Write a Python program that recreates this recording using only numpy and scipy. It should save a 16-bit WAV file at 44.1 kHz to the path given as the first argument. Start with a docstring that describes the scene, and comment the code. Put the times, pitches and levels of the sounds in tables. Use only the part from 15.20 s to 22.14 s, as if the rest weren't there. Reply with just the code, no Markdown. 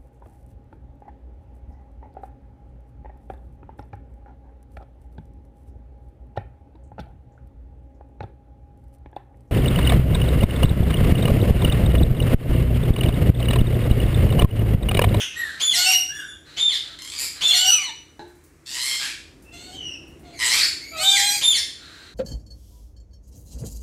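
"""A hard-walled room with a wire cage, where two small parrots squabble over a faint hum and rumble.
Screeches break and plunge; nasal wails, moans, whistles, thin whines and rattling rasps often overlap.
Each voice is a membrane's overtones and gusts of air, coloured by the throat; hisses are air alone.
A landing makes the wooden perch ring and claws tick on the wires, as bursts of fading noise.
Calls and cage noises reach the microphone direct, off the near walls and in the room's ringing tail."""
import sys
import numpy as np
from scipy import signal
from scipy.fft import rfft, irfft, next_fast_len
from scipy.io import wavfile
from scipy.ndimage import uniform_filter1d, map_coordinates

SR = 44100
rng = np.random.default_rng(int(sys.argv[2]) if len(sys.argv) > 2 else 0)


def master_out(mix):
    """Clip the mix to full scale and print it as 16-bit PCM to the path in sys.argv[1]."""
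    frames = np.transpose(np.atleast_2d(mix))
    ceiling = np.clip(frames, -1, 1)
    pcm = np.round(ceiling * 32767).astype(np.int16)
    wavfile.write(sys.argv[1], SR, pcm)


N = 306054
TOP_HZ = 15650  # band limit at the microphone
TILT_FROM_HZ = 3000  # brightness tilts noise only above this
SWELL_DB, FADE_DB = 12, 10.5  # how far below its full level a call usually starts, and ends

# Throat resonances of wails and moans: [f/Hz, level/dB]
WAIL_THROAT = [(100, -51), (450, -46.5), (760, 3), (1100, -20.5), (1500, -9), (2300, -5), (3100, 0.5),
               (3700, -2), (4250, 4.5), (5000, -11.5), (6400, -5), (8200, -3), (9500, -22), (12000, -14.5),
               (15500, -31)]
# Colour of open-beak air, also of the perch's crack: [f/Hz, level/dB]
HISS_THROAT = [(100, -46), (500, -5.5), (1000, -8.5), (1500, 5.5), (2500, -3.5), (3400, -2.5), (4100, 7),
               (5000, -9), (7500, -9.5), (10000, -19), (15000, -28.5)]


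def amp(db):
    """Decibels to gain."""
    return 10 ** (np.asarray(db) / 20)


def unit(x):
    """Scale to rms 1."""
    return x / np.sqrt(np.mean(x ** 2) + 1e-20)


def along(points, hz):
    """Read (f/Hz, value) points on a log frequency axis."""
    f, v = np.transpose(points)
    return np.interp(np.log(hz + 1), np.log(f + 1), v)


def add(track, s, x):
    """Mix x into the track at time s."""
    start = max(round(s * SR), 0)
    part = track[start:start + len(x)]
    part += x[:len(part)]


def wobble(rate, n):
    """A smooth random curve, rate knots a second."""
    knots = rng.standard_normal(int(n * rate / SR) + 4)
    return map_coordinates(knots, [np.arange(n) * rate / SR])


def filtered(x, response):
    """Multiply the spectrum of x by a response of frequency."""
    m = next_fast_len(len(x) + 8192)
    return irfft(rfft(x, m) * response(np.fft.rfftfreq(m, 1 / SR)), m)[:len(x)]


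def noise(spectrum, n, tilt_db=0):
    """Coloured noise of rms 1, tilted by tilt_db an octave in the treble."""
    def colour(hz):
        return amp(along(spectrum, hz) + tilt_db * np.log2(np.maximum(hz, TILT_FROM_HZ)))
    return unit(filtered(rng.standard_normal(n), colour))


def syrinx(controls, throat, jitter, jitter_rate, breathy, flutter_db, odd_db=0):
    """A vibrating membrane heard through the throat; roughness shakes its pitch and lets air through."""
    uneven_db, break_speed = 3.5, 40  # overtone unevenness; pitch leap that is all noise, octaves/s
    pitch, db, rough, bright_db = controls
    n, rough = len(pitch), np.clip(rough, 0, 1)
    shake = jitter * rough * wobble(jitter_rate, n)
    shake = shake + (0.0028 + 0.02134 * rough) * wobble(130.16, n)
    phase = 2 * np.pi * np.cumsum(pitch * (1 + shake)) / SR
    k = np.arange(1, int(TOP_HZ / pitch.min()) + 1)[:, None]  # harmonic numbers
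    # Tongue and beak favour shifting overtones.
    tongue_db = uneven_db * np.array([wobble(27.3, n) for _ in k])
    gains_db = along(throat, k * pitch) + bright_db * np.log2(k) + odd_db * (k % 2) + tongue_db
    gains = amp(gains_db) * (k * pitch < TOP_HZ)
    # Chaotic vibration widens the higher overtones into bands that still follow the pitch.
    chaos = np.array([wobble(350, n) for _ in k])
    blur = 1.7 * rough * np.minimum(k * pitch / 3500, 1) * chaos
    tone = np.sqrt(2) * (gains * np.sin(k * phase + blur)).sum(0) / np.linalg.norm(gains, axis=0)
    air = unit(noise(throat, n, bright_db) * (1 + .5 * np.cos(phase)))  # one gust a cycle
    # The voice cracks into noise where the pitch leaps.
    leap = np.gradient(np.log2(pitch)) * SR  # octaves/s
    air_share = np.clip(breathy * rough ** 2 + (leap / break_speed) ** 2, 0, 1)
    flutter = unit(amp(flutter_db * rough * wobble(420, n)))
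    t = np.arange(n) / SR
    edges = (1 - np.exp(-t / .005)) * (1 - np.exp(-t[::-1] / .003))
    return amp(db) * edges * flutter * (np.sqrt(1 - air_share) * tone + np.sqrt(air_share) * air)


def swell(t, attack_s, release_s, depth_db=SWELL_DB):
    """Level in dB relative to the full voice: attack, hold, release."""
    rise = np.clip(1 - t / attack_s, 0, 1)
    fall = np.clip(1 - t[::-1] / release_s, 0, 1)
    return -depth_db * rise ** 2 - FADE_DB * fall ** 2


def arc(length_s, first_hz, middle_hz, last_hz, db, attack_s, release_s, rough, bright_db):
    """Controls of a call whose pitch bends smoothly through three points."""
    t = np.arange(0, length_s, 1 / SR)
    bend = np.polyfit([0, .5, 1], np.log2([first_hz, middle_hz, last_hz]), 2)
    pitch = 2 ** np.polyval(bend, t / length_s)
    return pitch, db + swell(t, attack_s, release_s), rough, bright_db


def calls(table, throat, jitter, jitter_rate, breathy, odd_db=0):
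    """All calls of one kind that swell, hold and fade while the pitch draws one arc."""
    track = np.zeros(N)
    for s, *shape in table:
        voice = syrinx(arc(*shape), throat, jitter, jitter_rate, breathy, flutter_db=-2.5, odd_db=odd_db)
        add(track, s, voice)
    return track


def screeches():
    """A bark clears into a held note; the note sags, breaks to a lower register and plunges."""
    # Screeches: [t/s, bark length/s, note length/s, note f/Hz, f after the break/Hz,
    # bark level/dB, note level/dB, plunge level/dB, note brightness/dB per octave]
    screech_calls = [ (0.396, 0.027, .108, 3480, 2167, -21.5, -20, -20, 5.5),
                     (1.362, 0.041, 0.11, 3617, 2266, -25.5, -20.5, -24.5, -3),
                     (2.205, 0.039, .086, 3550, 2285, -21.5, -16, -21, 1),
                     (5.821, .03, .103, 3642, 2387, -25, -18.5, -18, 3.5),
                     (6.208, 0.031, 0.1, 3604, 2424, -22, -17, -21, 4.5)]
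    # Throat resonances: [f/Hz, level/dB]
    throat = [(100, -55), (800, -43.5), (1500, -12), (2200, 5.5), (2900, 5.5), (3600, 0.5), (4600, 8.5),
              (5800, -10), (7300, -11), (9200, -15), (11000, -23.5), (14000, -34), (16000, -56)]
    bark_rough, note_rough, clearing_s = 0.841, 0.041, 0.014
    scoop_octaves, scoop_share = .55, .3  # upward swoop, and its decay as a share of the bark
    sag_octaves, sag_s, sag_db = 0.35, .015, 8.5  # pitch and level sag just before the break
    plunge_s, plunge_octaves_per_s, plunge_rough, plunge_bright_db = 0.071, 9.5, 0.35, 5

    def voice(*controls):
        return syrinx(controls, throat, jitter=0.066, jitter_rate=800, breathy=0.25, flutter_db=1.0)

    track = np.zeros(N)
    for s, bark_s, note_s, note_hz, break_hz, bark_db, note_db, plunge_db, bright_db in screech_calls:
        t = np.arange(0, bark_s + note_s, 1 / SR)
        clear = np.clip((t - bark_s) / clearing_s + .5, 0, 1)  # 0 in the bark, 1 in the note
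        sag = np.exp(-t[::-1] / sag_s)
        scoop = np.exp(-t / (scoop_share * bark_s))
        pitch = note_hz * 2 ** (-scoop_octaves * scoop - sag_octaves * sag)
        db = bark_db + (note_db - bark_db) * clear - sag_db * sag
        db = db + swell(t, attack_s=.7 * bark_s, release_s=0.0018)
        rough = bark_rough + (note_rough - bark_rough) * clear
        add(track, s, voice(pitch, db, rough, bright_db))

        t = np.arange(0, plunge_s, 1 / SR)
        pitch = break_hz * 2 ** (-plunge_octaves_per_s * t)
        db = plunge_db + swell(t, attack_s=.004, release_s=0.06)
        add(track, s + bark_s + note_s, voice(pitch, db, plunge_rough, plunge_bright_db))
    return track


def wails():
    """Low nasal calls scoop up and glide; where odd harmonics are weak they sound an octave higher."""
    # Wails: [t/s, length/s, first f/Hz, last f/Hz, scoop/octaves, level/dB, attack/s, release/s,
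    # roughness 0-1, brightness/dB per octave, odd-harmonic level/dB]
    wail_calls = [ (0.509, .23, 691.4, 765.5, .02, -21.5, .11, 0.087, 0.29, 1, -5.5),
                  (2.226, 0.29, 672, 774, 0.09, -21, 0.16, 0.081, 0.21, 1, -9.5),
                  (4.315, 0.27, 686, 763, 0.018, -46, 0.033, 0.05, .4, -1, 1),
                  (5.018, .15, 731, 671, .01, -50.5, 0.064, .04, 0.4, -6, 5),
                  (5.71, 0.13, 666, 618, 0.0059, -34.5, 0.077, 0.0044, 0.3, -13.5, -13),
                  (5.764, .41, 776.2, 825.6, .4, -23.5, 0.082, 0.11, .16, 1.5, -1.5)]
    scoop_s, swell_db = 0.032, 20  # how fast the scoop ends; starting depth below full level
    track = np.zeros(N)
    for (s, length_s, first_hz, last_hz, scoop, db, attack_s, release_s,
         rough, bright_db, odd_db) in wail_calls:
        t = np.arange(0, length_s, 1 / SR)
        pitch = np.linspace(first_hz, last_hz, len(t)) * 2 ** (-scoop * np.exp(-t / scoop_s))
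        controls = pitch, db + swell(t, attack_s, release_s, swell_db), rough, bright_db
        voice = syrinx(controls, WAIL_THROAT, jitter=0.04, jitter_rate=600, breathy=0.66,
                       flutter_db=1.5, odd_db=odd_db)
        add(track, s, voice)
    return track


def moans():
    """Slides down from the end of a wail, through the same throat, with weak odd harmonics."""
    # Moans: [t/s, length/s, first f/Hz, middle f/Hz, last f/Hz, level/dB, attack/s, release/s,
    # roughness 0-1, brightness/dB per octave]
    moan_calls = [ (.69, .075, 1423, 1141, 958, -28, 0.025, 0.016, .55, -3.5),
                  (2.49, .22, 1444, 1187, 892, -27, .03, 0.32, .42, -9.5)]
    return calls(moan_calls, WAIL_THROAT, jitter=0.077, jitter_rate=660, breathy=0.16, odd_db=-11)


def whistles():
    """High calls whose few overtones fit below the band limit."""
    # Whistles: [t/s, length/s, first f/Hz, middle f/Hz, last f/Hz, level/dB, attack/s, release/s,
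    # roughness (held to 1), brightness/dB per octave]
    whistle_calls = [ (0, 0.043, 3393, 3120, 2830, -21, 0.00067, 0.056, 1.11, 3.5),
                     (.03, 0.12, 3050, 2834, 2450, -41.5, .005, 0.038, .7, -13),
                     (.655, .145, 2632, 2861, 2801, -17.5, 0.0093, 0.012, .08, 5.5),
                     (2.445, 0.11, 2738, 2943, 2969, -16, 0.035, 0.024, .07, 4.5),
                     (4.245, .115, 2610, 2690, 2780, -48, 0.15, .02, 0.25, -12),
                     (4.52, .25, 3215, 2912, 2740, -37, 0.11, 0.11, .25, -4),
                     (4.67, .13, 2800, 2646, 2557, -46, 0.028, 0.11, 0.16, -7),
                     (5.13, 0.097, 2306, 2130, 1954, -40, 0.078, 0.014, 0.5, 7),
                     (5.39, 0.074, 4220, 4620, 4800, -19, 0.023, 0.02, 1.1, 1),
                     (5.6, 0.18, 2040, 2290, 2390, -43, 0.033, 0.0091, .2, 8.5),
                     (6.075, 0.052, 2106, 1940, 1858, -27, 0.0091, 0.0066, 0.3, 14),
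                     (6.115, 0.085, 2168, 2408, 1920, -26.5, 0.0057, 0.045, 0.52, 11.5)]
    # Throat resonances: [f/Hz, level/dB]
    throat = [(100, -56), (800, -37), (1500, 3.5), (2200, 8), (2900, -1), (3600, -6.5), (4600, -3),
              (5900, -7), (7300, -16.5), (8800, -25.5), (11500, -28.5), (14000, -33), (16000, -52)]
    return calls(whistle_calls, throat, jitter=.06, jitter_rate=800, breathy=0.086)


def whines():
    """Thin calls from a throat that dulls the treble."""
    # Whines: [t/s, length/s, first f/Hz, middle f/Hz, last f/Hz, level/dB, attack/s, release/s,
    # roughness 0-1, brightness/dB per octave]
    whine_calls = [ (.155, .16, 1864, 1861, 1517, -27, 0.044, 0.18, 0.15, 0),
                   (.885, 0.16, 1500, 1735, 1438, -33.5, 0.12, 0.05, 0.23, 2),
                   (1.0, 0.17, 3610, 3520, 3370, -45.5, 0.056, 0.075, 0.29, -4)]
    # Throat resonances: [f/Hz, level/dB]
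    throat = [(100, -36.5), (800, -12.5), (1500, 12), (2000, 5.5), (3600, -9), (5500, -26), (7300, -11.5),
              (9500, -20), (11500, -20.5), (15000, -41)]
    return calls(whine_calls, throat, jitter=0.064, jitter_rate=240, breathy=0.33)


def rasps(puff_fall_db=18, usual_rate=125, first_puff_s=.006):
    """The airway snaps open and shut: each puff starts sharply and fades until the next."""
    # Rasps: [t/s, length/s, first f/Hz, middle f/Hz, last f/Hz, level/dB, attack/s, release/s,
    # roughness 0-1, brightness/dB per octave, first puff rate/Hz, last puff rate/Hz]
    rasp_calls = [ (1.783, .2, 1078, 1081, 1219, -34.5, .002, 0.0036, 0.64, 4, 31.36, 107.6),
                  (1.975, 0.11, 2380, 2482, 2382, -21.5, 0.015, 0.19, 0.83, 6.5, 134.7, 163.5),
                  (3.456, 0.33, 870, 1045, 1064, -25, 0.18, 0.066, 0.59, 5.5, 128.6, 125.3),
                  (3.785, 0.13, 824.5, 844.4, 811, -25, 0.016, 0.14, 0.86, 1, 125.9, 134.8),
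                  (5.185, .215, 1028, 1022, 1314, -18, 0.058, 0.0077, 0.687, 2.5, 119.5, 125.7),
                  (5.385, .115, 1750, 2240, 2667, -25, 0.013, 0.15, 0.54, 5, 116, 135.4)]
    # Throat resonances: [f/Hz, level/dB]
    throat = [(100, -44), (500, -66.5), (1000, -4), (1500, -4), (2050, 5.5), (2500, 0), (3200, 3),
              (4700, 3), (6300, -7.5), (7800, -1.5), (9300, -16.5), (11000, -12), (13000, -28),
              (15500, -43)]
    track = np.zeros(N)
    for s, *shape, first_rate, last_rate in rasp_calls:
        pitch, db, rough, bright_db = arc(*shape)
        progress = np.linspace(0, 1, len(pitch))
        rate = first_rate * (last_rate / first_rate) ** (progress ** 2)  # changes most near the end
        turns = np.cumsum(rate * (1 + .05 * wobble(60, len(rate)))) / SR
        cycle = (turns - rate[0] * first_puff_s) % 1  # place within a puff
        fall_db = puff_fall_db * usual_rate / rate  # slow puffs stand apart as ticks
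        puffs = unit(uniform_filter1d(amp(-fall_db * cycle), size=44))  # edges softened over 1 ms
        sagging = pitch * (1 + .05 * (.25 - cycle))  # the pitch sags with the pressure in each puff
        controls = sagging, db, rough, bright_db
        voice = syrinx(controls, throat, jitter=.05, jitter_rate=800, breathy=.25, flutter_db=2.5)
        add(track, s, puffs * voice)
    return track


def hisses():
    """A parrot pushes air through its open beak without a tone."""
    # Soft hisses: [t/s, length/s, level/dB]
    breaths = [(0.098, 0.4, -41.5), (1.237, 0.2, -46.5), (1.611, 0.16, -45.5), (2.115, 0.3, -41),
               (6.536, 0.41, -46)]
    track = np.zeros(N)
    for s, length_s, db in breaths:
        n = round(length_s * SR)
        add(track, s, amp(db) * signal.windows.tukey(n, .45) * noise(HISS_THROAT, n))
    return track


def cage(knock_db=-7, crack_db=-8, tick_db=-10):
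    """A landing bird sets the perch's modes ringing, with a crack of noise; claws tick on the wires."""
    # Landings on the perch: [t/s, level/dB before knock_db]
    landings = [(2.994, -26)]
    # Modes of the wooden perch: [f/Hz, level/dB, t60/s]
    perch_modes = [(352, -4, 0.54), (432, -4, 0.17), (617, -8, 0.11), (738, -10, 0.079), (822, -16.5, 0.05),
                   (850, 4, 0.061), (1530, -11, 0.091), (1670, -5.5, 0.044), (2520, -15, 0.043),
                   (4000, -9, 0.06)]
    # Claws on wire: [t/s, level/dB before tick_db]
    claw_ticks = [(3.079, -44), (3.1532, -45.5), (3.238, -38), (4.223, -37.5), (4.879, -42), (4.995, -42.5)]
    # Colour of a claw tick: [f/Hz, level/dB]
    claw_colour = [(1000, -63), (4000, -9), (8500, 2.5), (11000, 0), (15000, -2)]
    track, t = np.zeros(N), np.arange(SR // 3) / SR
    for s, db in landings:
        ring = sum(amp(level - 60 * t / t60) * np.sin(2 * np.pi * hz * t) for hz, level, t60 in perch_modes)
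        crack = amp(crack_db - 60 * t / 0.046) * noise(HISS_THROAT, len(t))
        add(track, s, amp(db + knock_db) * (ring + crack))
    for s, db in claw_ticks:
        add(track, s, amp(db + tick_db - 60 * t / 0.071) * noise(claw_colour, len(t)))
    return track


def background(air_db=-61):
    """Hum tones with wandering phase, low rumble of drifting level and faint steady hiss."""
    # Hum tones: [f/Hz, level/dB]
    hum_tones = [(49, -73), (80, -62.5), (148, -68), (296, -70.5)]
    # Relative spectrum of the hiss: [f/Hz, level/dB per Hz]
    air_colour = [(20, -49), (34, -26), (50, -5), (80, -14), (190, -21), (350, -1), (600, -18), (1200, -11),
                  (2200, -12.5), (3200, -24), (7700, -19.5), (11000, -25.5), (15500, -33)]
    # Relative spectrum of the rumble: [f/Hz, level/dB per Hz]
    rumble_colour = [(20, -41.5), (35, -26), (50, -3), (75, -2), (114, -10), (147, -7.5), (190, -14),
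                     (325, -5), (430, -15), (600, -19.5), (1200, -32), (4000, -40), (16000, -78)]
    # Drift of the rumble: [t/s, level/dB]
    rumble_drift = [(0.0, -53.5), (0.37, -53), (3.58, -58.5), (4.56, -45.5), (6.94, -54.5)]
    t = np.arange(N) / SR
    hum = np.zeros(N)
    for hz, db in hum_tones:
        hum += amp(db) * np.sqrt(2) * np.sin(2 * np.pi * hz * t + .6 * wobble(11.0, N))
    rumble = amp(np.interp(t, *np.transpose(rumble_drift))) * noise(rumble_colour, N)
    return hum + rumble + amp(air_db) * noise(air_colour, N)


def room(x, direct_db, early_db, tail_db):
    """Near walls answer within 30 ms, and the whole room rings on from 5 ms."""
    # Ringing time of the room: [f/Hz, t60/s]
    ring_times = [(200, 0.21), (800, 0.42), (3000, 0.53), (6000, 0.49), (11000, 0.41), (16000, 0.3)]
    hz, t, z = signal.stft(rng.standard_normal(SR), SR, nperseg=256)
    fading = z * amp(-60 * t / along(ring_times, hz)[:, None])
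    tail = signal.istft(fading, SR, nperseg=256)[1]
    response = amp(tail_db) * np.pad(tail / np.linalg.norm(tail), (SR // 200, 0))
    walls = rng.integers(SR // 500, SR * 3 // 100, size=8)  # echo delays in samples
    response[walls] += amp(early_db) * rng.choice([-1, 1], size=8) / np.sqrt(len(walls))
    response[0] += amp(direct_db)
    return signal.fftconvolve(x, response)[:N]


def scene():
    """Both birds and their cage in the room, over the background."""
    shrill = room(screeches() + whistles() + whines(), direct_db=-1.0, early_db=-8, tail_db=-1.5)
    nasal = room(wails() + moans(), direct_db=2.0, early_db=-14.5, tail_db=-5.0)
    noisy = room(rasps() + hisses() + cage(), direct_db=-5.0, early_db=-11, tail_db=-3)
    return (shrill + nasal + noisy + background())[None]


def record(dry):
    """The microphone channel keeps nothing above the band limit."""
    return np.array([filtered(x, lambda hz: hz < TOP_HZ) for x in dry])


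dry = scene()
out = record(dry)
master_out(out)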